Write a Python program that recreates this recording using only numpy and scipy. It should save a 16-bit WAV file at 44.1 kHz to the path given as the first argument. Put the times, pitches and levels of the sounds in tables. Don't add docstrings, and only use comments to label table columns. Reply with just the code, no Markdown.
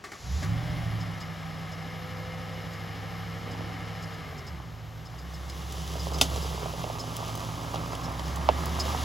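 import sys
import numpy as np
from scipy import signal
from scipy.fft import rfft, irfft, next_fast_len
from scipy.io import wavfile
from scipy.ndimage import uniform_filter1d, map_coordinates

SR = 44100
rng = np.random.default_rng(int(sys.argv[2]) if len(sys.argv) > 2 else 0)


def digitize_waveform(pressure):
    field = np.atleast_2d(pressure).T
    bounded = np.clip(field, -1, 1)
    quanta = np.round(bounded * 32767).astype(np.int16)
    wavfile.write(sys.argv[1], SR, quanta)


N = 398663

# freq_hz, left_minus_right_db, left_lead_rad, likeness (0..1)
ENGINE_SIDE = [(70, -2, -0.3, 0.82), (164, -2.5, -0.5, 0.9), (300, -.5, 0.18, 0.89), (604, 1.5, 0.24, 0.76),
               (1130, 4, 0.66, 0.81), (1800, 5, 0.45, 0.81), (2380, -2, 0, 1), (2740, 0, 0, 1),
               (7200, 0, 0, 1), (8970, -0.5, -3, 1), (16000, 0, -13, 0.65)]
WHEEL_SIDE = [(70, -1, 0, 0.96), (300, -2, -0.5, 1), (603, -6.5, -0.7, 0.96), (1050, -5, -1.05, 0.94),
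              (1760, -1.5, -2.5, 1), (2200, -1, -1, .75), (2470, 0.5, 0, 1), (7330, 0, 0, 1),
              (8820, -0.5, -2.5, 1), (16000, 0, -13, 0.78)]
# freq_hz, density_db_per_hz
GRIND_COLOUR = [(80, -8.5), (220, 3.5), (450, -1.5), (800, 2), (1230, 3), (1500, -10), (2500, -13.5),
                (6000, -49)]


def amp(db):
    return np.exp(np.asarray(db) * (np.log(10) / 20))


def unit(x):
    return x / np.sqrt(np.mean(x ** 2) + 1e-20)


def along(points, hz):
    f, v = np.transpose(points)
    return np.interp(np.log(hz + 1), np.log(f + 1), v)


def curves(rows):
    s, *cols = np.transpose(rows)
    return [np.interp(np.arange(N) / SR, s, c) for c in cols]


def since(s):
    return np.maximum(np.arange(N) / SR - s, 0)


def wobble(rate_hz):
    coarse = np.arange(0, N + 32, 32)
    knots = rng.standard_normal(int(N * rate_hz / SR) + 4)
    values = map_coordinates(knots, [coarse * rate_hz / SR])
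    return np.interp(np.arange(N), coarse, values)


def filtered(x, response):
    m = next_fast_len(x.shape[-1] + 8192)
    return irfft(rfft(x, m) * response(np.fft.rfftfreq(m, 1 / SR)), m)[..., :x.shape[-1]]


def coloured(x, spectrum):
    size = 8192
    cepstrum = irfft(np.log(amp(along(spectrum, np.fft.rfftfreq(size, 1 / SR)))))
    cepstrum[1:size // 2] *= 2
    cepstrum[size // 2 + 1:] = 0
    impulse = irfft(np.exp(rfft(cepstrum)))
    return signal.oaconvolve(x, impulse[None], axes=1)[:, :x.shape[1]]


def noise():
    return rng.standard_normal((2, N))


def grains(rate_hz, scatter_db):
    sizes = amp(scatter_db * np.minimum(rng.exponential(size=N), 4))
    return unit(noise() * sizes * (rng.random(N) < rate_hz / SR))


def add(track, s, sound):
    part = track[..., round(s * SR):][..., :sound.shape[-1]]
    part += sound[..., :part.shape[-1]]


def placed(pair, place):
    size = next_fast_len(N + 8192, real=True)
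    hz = np.fft.rfftfreq(size, 1 / SR)
    lean_db, lead_rad, alike = (along(np.array(place)[:, [0, k]], hz) for k in range(1, 4))
    turn = np.arccos(np.clip(alike, -1, 1)) / 2
    left = amp(lean_db / 2) * np.exp(1j * lead_rad / 2)
    sides = np.array([[1], [-1]])
    shares = np.cos(turn), sides * np.sin(turn)
    mix = sum(z * share for z, share in zip(rfft(pair, size), shares))
    return irfft(np.array([left, 1 / left]) * mix, size)[:, :N]


def exhaust(firing_hz, cycle):
    load = [(.2, -60), (.24, -45), (.31, -38), (.39, -37), (.425, -37), (.46, -31.5), (.56, -32.5),
            (.61, -33.5), (.7, -32.5), (1.02, -36.5), (1.2, -40), (4.2, -41), (5.1, -46), (6.3, -37.5),
            (7.1, -41.5), (8.4, -38.5), (9.04, -38.5)]
    # freq_hz, gain_db
    boom = [(45, -10), (57, -7), (66, 3.5), (73, 7), (84, -4.5), (99, -6), (108, 4.5), (120, -1.5),
            (140, -10), (200, -23)]
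    cylinders = [(3, -1), (4, -15), (5, -10), (6, -9.5), (7, -17), (9, -15), (10, -10), (11, -10),
                 (12, -14), (13, -6), (14, -9), (15, -17), (17, -24), (18, -17), (19, -11), (20, -10),
                 (21, -14.5), (22, -11), (23, -11.5), (24, -17)]
    pipe = [(20, -46), (38, -14.5), (55, -9), (68, 1.5), (90, -2.5), (112, -1), (138, -3), (153, 1.5),
            (163, 9.5), (171, 4.5), (180, -5), (200, -16.5), (270, -9), (400, -28.5), (900, -38)]
    pull_db, pull_lag_s = 1.3, 0.078
    load_db, = curves(load)
    acceleration = uniform_filter1d(np.gradient(np.log2(firing_hz)) * SR, round(pull_lag_s * SR))
    note_db = load_db + along(boom, firing_hz) + pull_db * acceleration
    octave_db = load_db + along(boom, 2 * firing_hz) - 0.8
    phase = 2 * np.pi * 8 * cycle
    note = amp(note_db + 1.03 * wobble(22)) * np.sin(phase)
    note += amp(octave_db + 1.5 * wobble(15)) * np.sin(2 * phase)

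    burble, power = np.zeros(N), np.zeros(N)
    for order, db in cylinders:
        gain = amp(db + along(pipe, order * firing_hz / 8))
        roughness = 1 + 0.16 * wobble(9)
        burble += gain * roughness * np.sin(2 * np.pi * (order * cycle + rng.random()))
        power += gain ** 2 / 2
    tones = np.sqrt(2) * note + amp(load_db - 0.73) * burble / np.sqrt(power) + drone()
    puffs = amp(load_db - 9.5) * unit(coloured(noise(), pipe))
    return placed(tones[None], ENGINE_SIDE) + placed(puffs, ENGINE_SIDE)


def drone():
    start_s, rise_s, pitch_hz, level_db = 6.6, .3, 251, -49
    swell = np.minimum(since(start_s) / rise_s, 1)
    phase = 2 * np.pi * pitch_hz * since(0) + 0.45 * wobble(9)
    return swell * amp(level_db + 2 * wobble(7)) * np.sin(phase)


def engine_bay(firing_hz, cycle):
    block = [(100, -15.5), (250, 2), (400, -2), (650, 1.5), (870, -4), (1230, 2.5), (1450, -7),
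             (1650, -1.5), (2300, -4), (2550, -11.5), (2900, -5.5), (4300, -10.5), (6800, -20.5),
             (8500, -29.5), (12000, -19.5), (16000, -45)]
    panels = [(533, 19, 1.5), (768.4, 37, 10), (2118, 18, 8), (2910, 160, -5.5), (5100, 120, -4.5)]
    catch_s, catch_rise_s = 0.18, 0.063
    clatter_db, idle_hz, db_per_octave = -43.5, 101.4, 10.5
    full_hz = 115
    approach_db = 2.5 * since(6.17)

    turn = 2 * np.pi * cycle
    ticks = 1 + 0.1 * np.cos(8 * turn) + 0.057 * (np.cos(turn) + np.cos(2 * turn))
    blows = ticks * (noise() + 0.34 * grains(rate_hz=900, scatter_db=-0.5))
    blows[0] += .28 * repeating(cycle)

    def ringing(f):
        return sum(amp(db) * 1j * f * w / (c * c - f * f + 1j * f * w) for c, w, db in panels)

    panel_ring = amp(-approach_db) * filtered(ticks * noise(), ringing)
    clatter = unit(coloured(blows, block) + panel_ring)
    speed_db = db_per_octave * np.log2(np.minimum(firing_hz, full_hz) / idle_hz)
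    level_db = clatter_db + speed_db + approach_db
    running = np.minimum(since(catch_s) / catch_rise_s, 1)
    belts = running * accessories(cycle)
    return placed(running * amp(level_db) * clatter, ENGINE_SIDE) + placed(belts[None], ENGINE_SIDE)


def repeating(cycle):
    size = 4096
    orders = np.arange(size // 2 + 1)
    gains = amp(6 * rng.standard_normal(len(orders))) * (orders > 44) * (orders < 240)
    pattern = irfft(gains * np.exp(2j * np.pi * rng.random(len(orders))))
    return unit(np.interp(cycle % 1 * size, np.arange(size), pattern))


def accessories(cycle):
    # middle_s, half_length_s, level_db, multiple_of_cycle
    whines = [(.68, .15, -46, 40), (.87, .1, -52, 48), (2.35, .5, -45, 40), (3.3, 1.2, -52, 36),
              (4.38, .22, -52.5, 40), (5.7, .4, -57, 40), (7.7, .4, -48, 40), (8.7, .35, -46, 40)]
    belt_db = -67.5
    song = np.zeros(N)
    for order in (36, 40, 48):
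        swells = sum(amp(db) * np.exp(-((since(0) - s) / half) ** 2)
                     for s, half, db, k in whines if k == order)
        flutter = amp(1.25 * wobble(9))
        phase = 2 * np.pi * order * cycle + 0.3 * wobble(12)
        song += (amp(belt_db) + swells) * flutter * np.sin(phase)
    return song


def starter():
    clack_rows = [(0.039, -29.5), (0.117, -30.5), (0.427, -28.5)]
    clack_colour = [(150, -18), (360, 8), (560, -10), (800, 4.5), (950, -22), (1150, 8.5), (1400, -3),
                    (2000, 2.5), (2600, -9), (6000, -12), (16000, -26)]
    gear_colour = [(2500, -6), (5000, -2), (7000, -3), (8500, -19), (11500, -10.5), (16000, -30)]
    rise_s, end_s, release_s, hiss_db = 0.38, 0.434, 0.044, -45.5
    clacks = bursts(clack_rows, clack_colour, t60_s=0.13, tail_db=-3, tail_t60_s=0.33)
    clacks = clacks + thud(s=.425, db=-35, t60_s=.09, body_db=-33, body_hz=600, body_t60_s=.06)
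    spin = np.minimum(since(0) / rise_s, 1) * np.exp(-since(end_s) / release_s)
    hiss = amp(hiss_db) * spin * unit(coloured(noise(), gear_colour))
    return placed(clacks[None], ENGINE_SIDE) + placed(hiss, ENGINE_SIDE)


def bursts(events, spectrum, t60_s, tail_db, tail_t60_s):
    out, t = np.zeros(N), np.arange(SR // 4) / SR
    for s, db in events:
        decay = amp(-60 * t / t60_s) + amp(tail_db - 60 * t / tail_t60_s)
        shape = decay * (1 - np.exp(-t / 0.0012))
        hit = coloured(shape * rng.standard_normal((1, len(t))), spectrum)[0]
        add(out, s, amp(db) * hit / np.abs(hit).max())
    return out


def tyres():
    rolling_levels = [(5.2, -68, -60), (5.55, -50, -51), (6.05, -44, -46), (6.4, -40, -43),
                      (6.85, -41.5, -48), (7.35, -40, -46), (7.7, -40, -48.5), (8.35, -40, -49.5),
                      (8.95, -36.5, -41.5)]
    crunch_colour = [(800, -11), (2450, -11), (2800, -1.5), (3050, .3), (3700, -1.5), (4300, -5),
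                     (5050, -1.5), (5600, -5), (6110, -2), (6450, -7), (6900, -6), (8500, -12), (11000, -9),
                     (16000, -16)]
    grind_db, crunch_db = curves(rolling_levels)
    rolling = amp(curves([(0, -60), (4.9, -9), (5.2, -3), (5.6, -1)])[0])
    grind = unit(coloured(.7 * noise() + grains(rate_hz=800, scatter_db=1.8), GRIND_COLOUR))
    grind = grind + loose_stones()
    crunch = unit(coloured(noise() + 0.5 * grains(rate_hz=900, scatter_db=3.5), crunch_colour))
    ground = amp(grind_db + .2 + 1.45 * wobble(16)) * grind
    ground += amp(crunch_db + 2.5 + 1.304 * wobble(20)) * crunch
    return placed(rolling * ground, WHEEL_SIDE)


def loose_stones():
    impacts = grains(rate_hz=60, scatter_db=1.5)[:1]
    return amp(-8) * unit(coloured(impacts, GRIND_COLOUR))


def knocks():
    # start_s, pop_db, rest_hz
    knock_rows = [(3.476, -33, 300), (3.549, -34, 550), (3.607, -28.5, 400), (3.699, -35, 380),
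                  (4.6, -37, 640), (5.141, -39, 620), (5.336, -39, 560), (5.934, -30, 280),
                  (5.955, -25.5, 420), (6.069, -24.5, 380), (6.121, -29, 500), (6.361, -23.5, 420),
                  (6.578, -29, 560), (6.658, -24.5, 560), (6.737, -29, 380), (6.841, -20.5, 400),
                  (6.865, -29.5, 360), (6.9, -25, 420), (7.039, -30, 540), (7.203, -27, 540),
                  (7.742, -23, 540), (7.768, -31, 500), (8.195, -31, 760), (8.373, -28, 640),
                  (8.4888, -4.5, 510), (8.859, -26, 380), (8.947, -21, 660)]
    crack_tones = [(2000, -4), (3000, -1), (5000, -7), (6800, -22)]
    rattle_colour = [(150, -11), (400, 11.5), (700, 14), (1300, 1), (1800, -11), (3000, -3), (5300, -26),
                     (7500, -35)]
    rise_s, extra_hz, relax_s = 0.0016, 900, .0015
    crack_s, crack_width_s, crack_db = 0.000764, .00035, -13
    rattle_db, rattle_t60_s = -15, 0.078
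    echo_s, echo_db = 0.007775, -15
    out, t = np.zeros(N), np.arange(SR // 12) / SR
    after = t - crack_s
    for s, db, rest_hz in knock_rows:
        hz = rest_hz + extra_hz * np.exp(-t / relax_s)
        envelope = (t / rise_s * np.exp(1 - t / rise_s)) ** 2
        pop = envelope * np.sin(2 * np.pi * np.cumsum(hz) / SR)
        tones = sum(amp(level) * np.cos(2 * np.pi * f * after) for f, level in crack_tones)
        crack = np.exp(-(after / crack_width_s) ** 2) * tones
        rattle = unit(coloured(rng.standard_normal((1, len(t))), rattle_colour))[0]
        rattle = rattle * amp(rattle_db - 60 * t / rattle_t60_s)
        add(out, s, amp(db) * (pop + amp(crack_db) * crack + rattle))
        add(out, s + echo_s, amp(db + echo_db) * pop)
    return out


def snaps():
    # start_s, level_db, treble_tilt_db_per_octave, t60_s
    snap_rows = [(5.498, -34, 0, .012), (5.723, -31, 6, .012), (6.184, -27, 0, .015), (6.212, -6, 0, .022),
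                 (6.36, -26, 0, .01), (7.167, -24, 6, .007), (7.353, -28, 6, .01), (7.376, -30, 5, .007),
                 (7.404, -31, -1, .008), (7.757, -26, -3, .012), (7.95, -27, -2, .012),
                 (8.194, -26, -4, .01), (8.358, -31, 4, .02), (8.657, -27.5, 7, .015)]
    shard = [(120, -8), (260, -2), (450, 3), (720, 8), (1050, -5), (1350, -1), (1750, -5), (2050, 0),
             (2300, -9), (3050, 5), (3700, 1), (4400, -1.5), (5100, 2), (5600, -3), (6100, 2), (7000, -4),
             (8000, -4), (11000, -8), (16000, -15)]
    chip_hz = 2500
    rise_share, tail_db, tail_times = 0.064, -13, 5.8
    out, t = np.zeros(N), np.arange(SR // 4) / SR
    for s, db, tilt_db, t60_s in snap_rows:
        decay = amp(-60 * t / t60_s) + amp(tail_db - 60 * t / (tail_times * t60_s))
        shape = decay * (1 - np.exp(-t / (rise_share * t60_s)))
        colour = [(hz, level + tilt_db * np.log2(max(hz / chip_hz, 1))) for hz, level in shard]
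        hit = coloured(shape * rng.standard_normal((1, len(t))), colour)[0]
        crest = 3.2 * hit[:round(.4 * t60_s * SR)].std()
        add(out, s, amp(db) * hit / crest)
    return out


def thud(s=6.214, db=-25, t60_s=0.13, body_db=-16.5, body_hz=670, body_t60_s=.023):
    out, t = np.zeros(N), np.arange(SR // 4) / SR
    thump = np.sin(2 * np.pi * 265 * t) + 0.66 * np.sin(2 * np.pi * 135 * t)
    add(out, s, amp(db - 60 * t / t60_s) * thump)
    add(out, s, amp(body_db - 60 * t / body_t60_s) * np.sin(2 * np.pi * body_hz * t))
    return out


def scuff():
    scuff_rows = [(3.58, 0.19, -47, 263), (6.497, 0.67, -44, 424)]
    scuff_colour = [(.48, -12), (1, 10), (1.6, -1.5), (3.6, -8), (7.2, -27), (24, -45)]
    out, grit = np.zeros((2, N)), grains(rate_hz=220, scatter_db=2.0)
    for s, half, db, hz in scuff_rows:
        dirt = unit(coloured(grit, np.array(scuff_colour) * [hz, 1]))
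        out += amp(db) * np.exp(-((since(0) - s) / half) ** 2) * dirt
    return placed(out, WHEEL_SIDE)


def squeaks():
    squeak_rows = [(1.0, -44, 5100), (1.2, -40.5, 5040), (1.715, -44, 5190), (2.728, -45, 4980),
                   (3.51, -44, 5010), (4.02, -42, 5090), (4.13, -48, 4990), (4.375, -45, 5234),
                   (4.465, -41.5, 5160), (5.05, -46.5, 5170), (5.18, -45.5, 4960), (5.335, -43.5, 5150),
                   (5.49, -42, 5080), (5.99, -37, 5000), (6.132, -32, 5100), (6.42, -36, 4950),
                   (6.989, -33, 5160), (7.91, -41, 4920), (8.034, -37, 5300), (8.255, -45, 5200),
                   (8.792, -25, 5030)]
    rasp_colour = [(3000, -16), (5000, 3), (5800, -4), (6600, -0.5), (7600, -4.5), (9500, -14.5)]
    length_s, waver_rad, stutter_db, rasp_db = .045, .8, 6.5, -4
    out, t = np.zeros(N), np.arange(SR // 10) / SR
    u = np.clip(t / length_s, 0, 1)
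    for s, db, hz in squeak_rows:
        smooth = uniform_filter1d(rng.standard_normal((2, len(t))), size=110)
        flutter, stutter = unit(uniform_filter1d(smooth, size=70))
        sagging_hz = hz * (1 + 0.034 * (.5 - u))
        phase = 2 * np.pi * np.cumsum(sagging_hz) / SR + waver_rad * flutter
        stutter_gain = unit(amp(stutter_db * np.tanh(stutter)))
        tone = np.sin(np.pi * u ** 0.66) ** 2 * stutter_gain * np.sin(phase)
        scratch = unit(coloured(rng.standard_normal((1, len(t))), rasp_colour))[0]
        rasp = np.sin(np.pi * u ** 0.43) ** 2 * scratch
        add(out, s, amp(db - 4.5) * (tone + amp(rasp_db) * rasp))
    return out


def motor():
    on_s, spin_up_s, pitch_hz, whine_db = .25, .22, 11800, -65
    fade_s, fade_db_per_s = 5, .6
    speed = 1 - np.exp(-since(on_s) / spin_up_s)
    level_db = whine_db - fade_db_per_s * since(fade_s) + 2.5 * wobble(20)
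    hz = pitch_hz * speed + 22 * wobble(150)
    return speed ** 5 * amp(level_db) * np.sin(2 * np.pi * np.cumsum(hz) / SR)


def night_air():
    night_colour = [(25, -17), (80, 7), (200, 5), (1100, -0.5), (3000, -8.5), (6500, -15), (10000, -23.5),
                    (16000, -28)]
    return placed(amp(-51.5) * unit(coloured(noise(), night_colour)), ENGINE_SIDE)


def scene():
    # time_s, firing_hz
    speed_rows = [(.2, 47.16), (.33, 68), (.4, 78.9), (.47, 101.1), (.55, 111), (.61, 119.5), (.71, 121.9),
                  (.87, 111), (1.2, 101.4), (1.6, 98.64), (2.2, 102), (3.9, 104.9), (4.15, 101.2),
                  (4.45, 81.05), (4.7, 55.03), (5.05, 55.53), (5.25, 65.94), (5.7, 68.3), (6.42, 69.82),
                  (6.85, 57.97), (7.3, 56), (7.92, 57.98), (8.55, 72.6), (9.04, 74)]
    firing_hz, = curves(speed_rows)
    cycle = np.cumsum(firing_hz) / SR / 8
    engine = exhaust(firing_hz, cycle) + engine_bay(firing_hz, cycle)
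    stones = knocks() + thud() + amp(1.5) * snaps()
    shrill = squeaks() + motor()
    points = placed((stones + shrill)[None], WHEEL_SIDE)
    return engine + starter() + tyres() + scuff() + points + night_air()


def record(dry):
    return filtered(dry, lambda hz: hz < 15900)


dry = scene()
out = record(dry)
digitize_waveform(out)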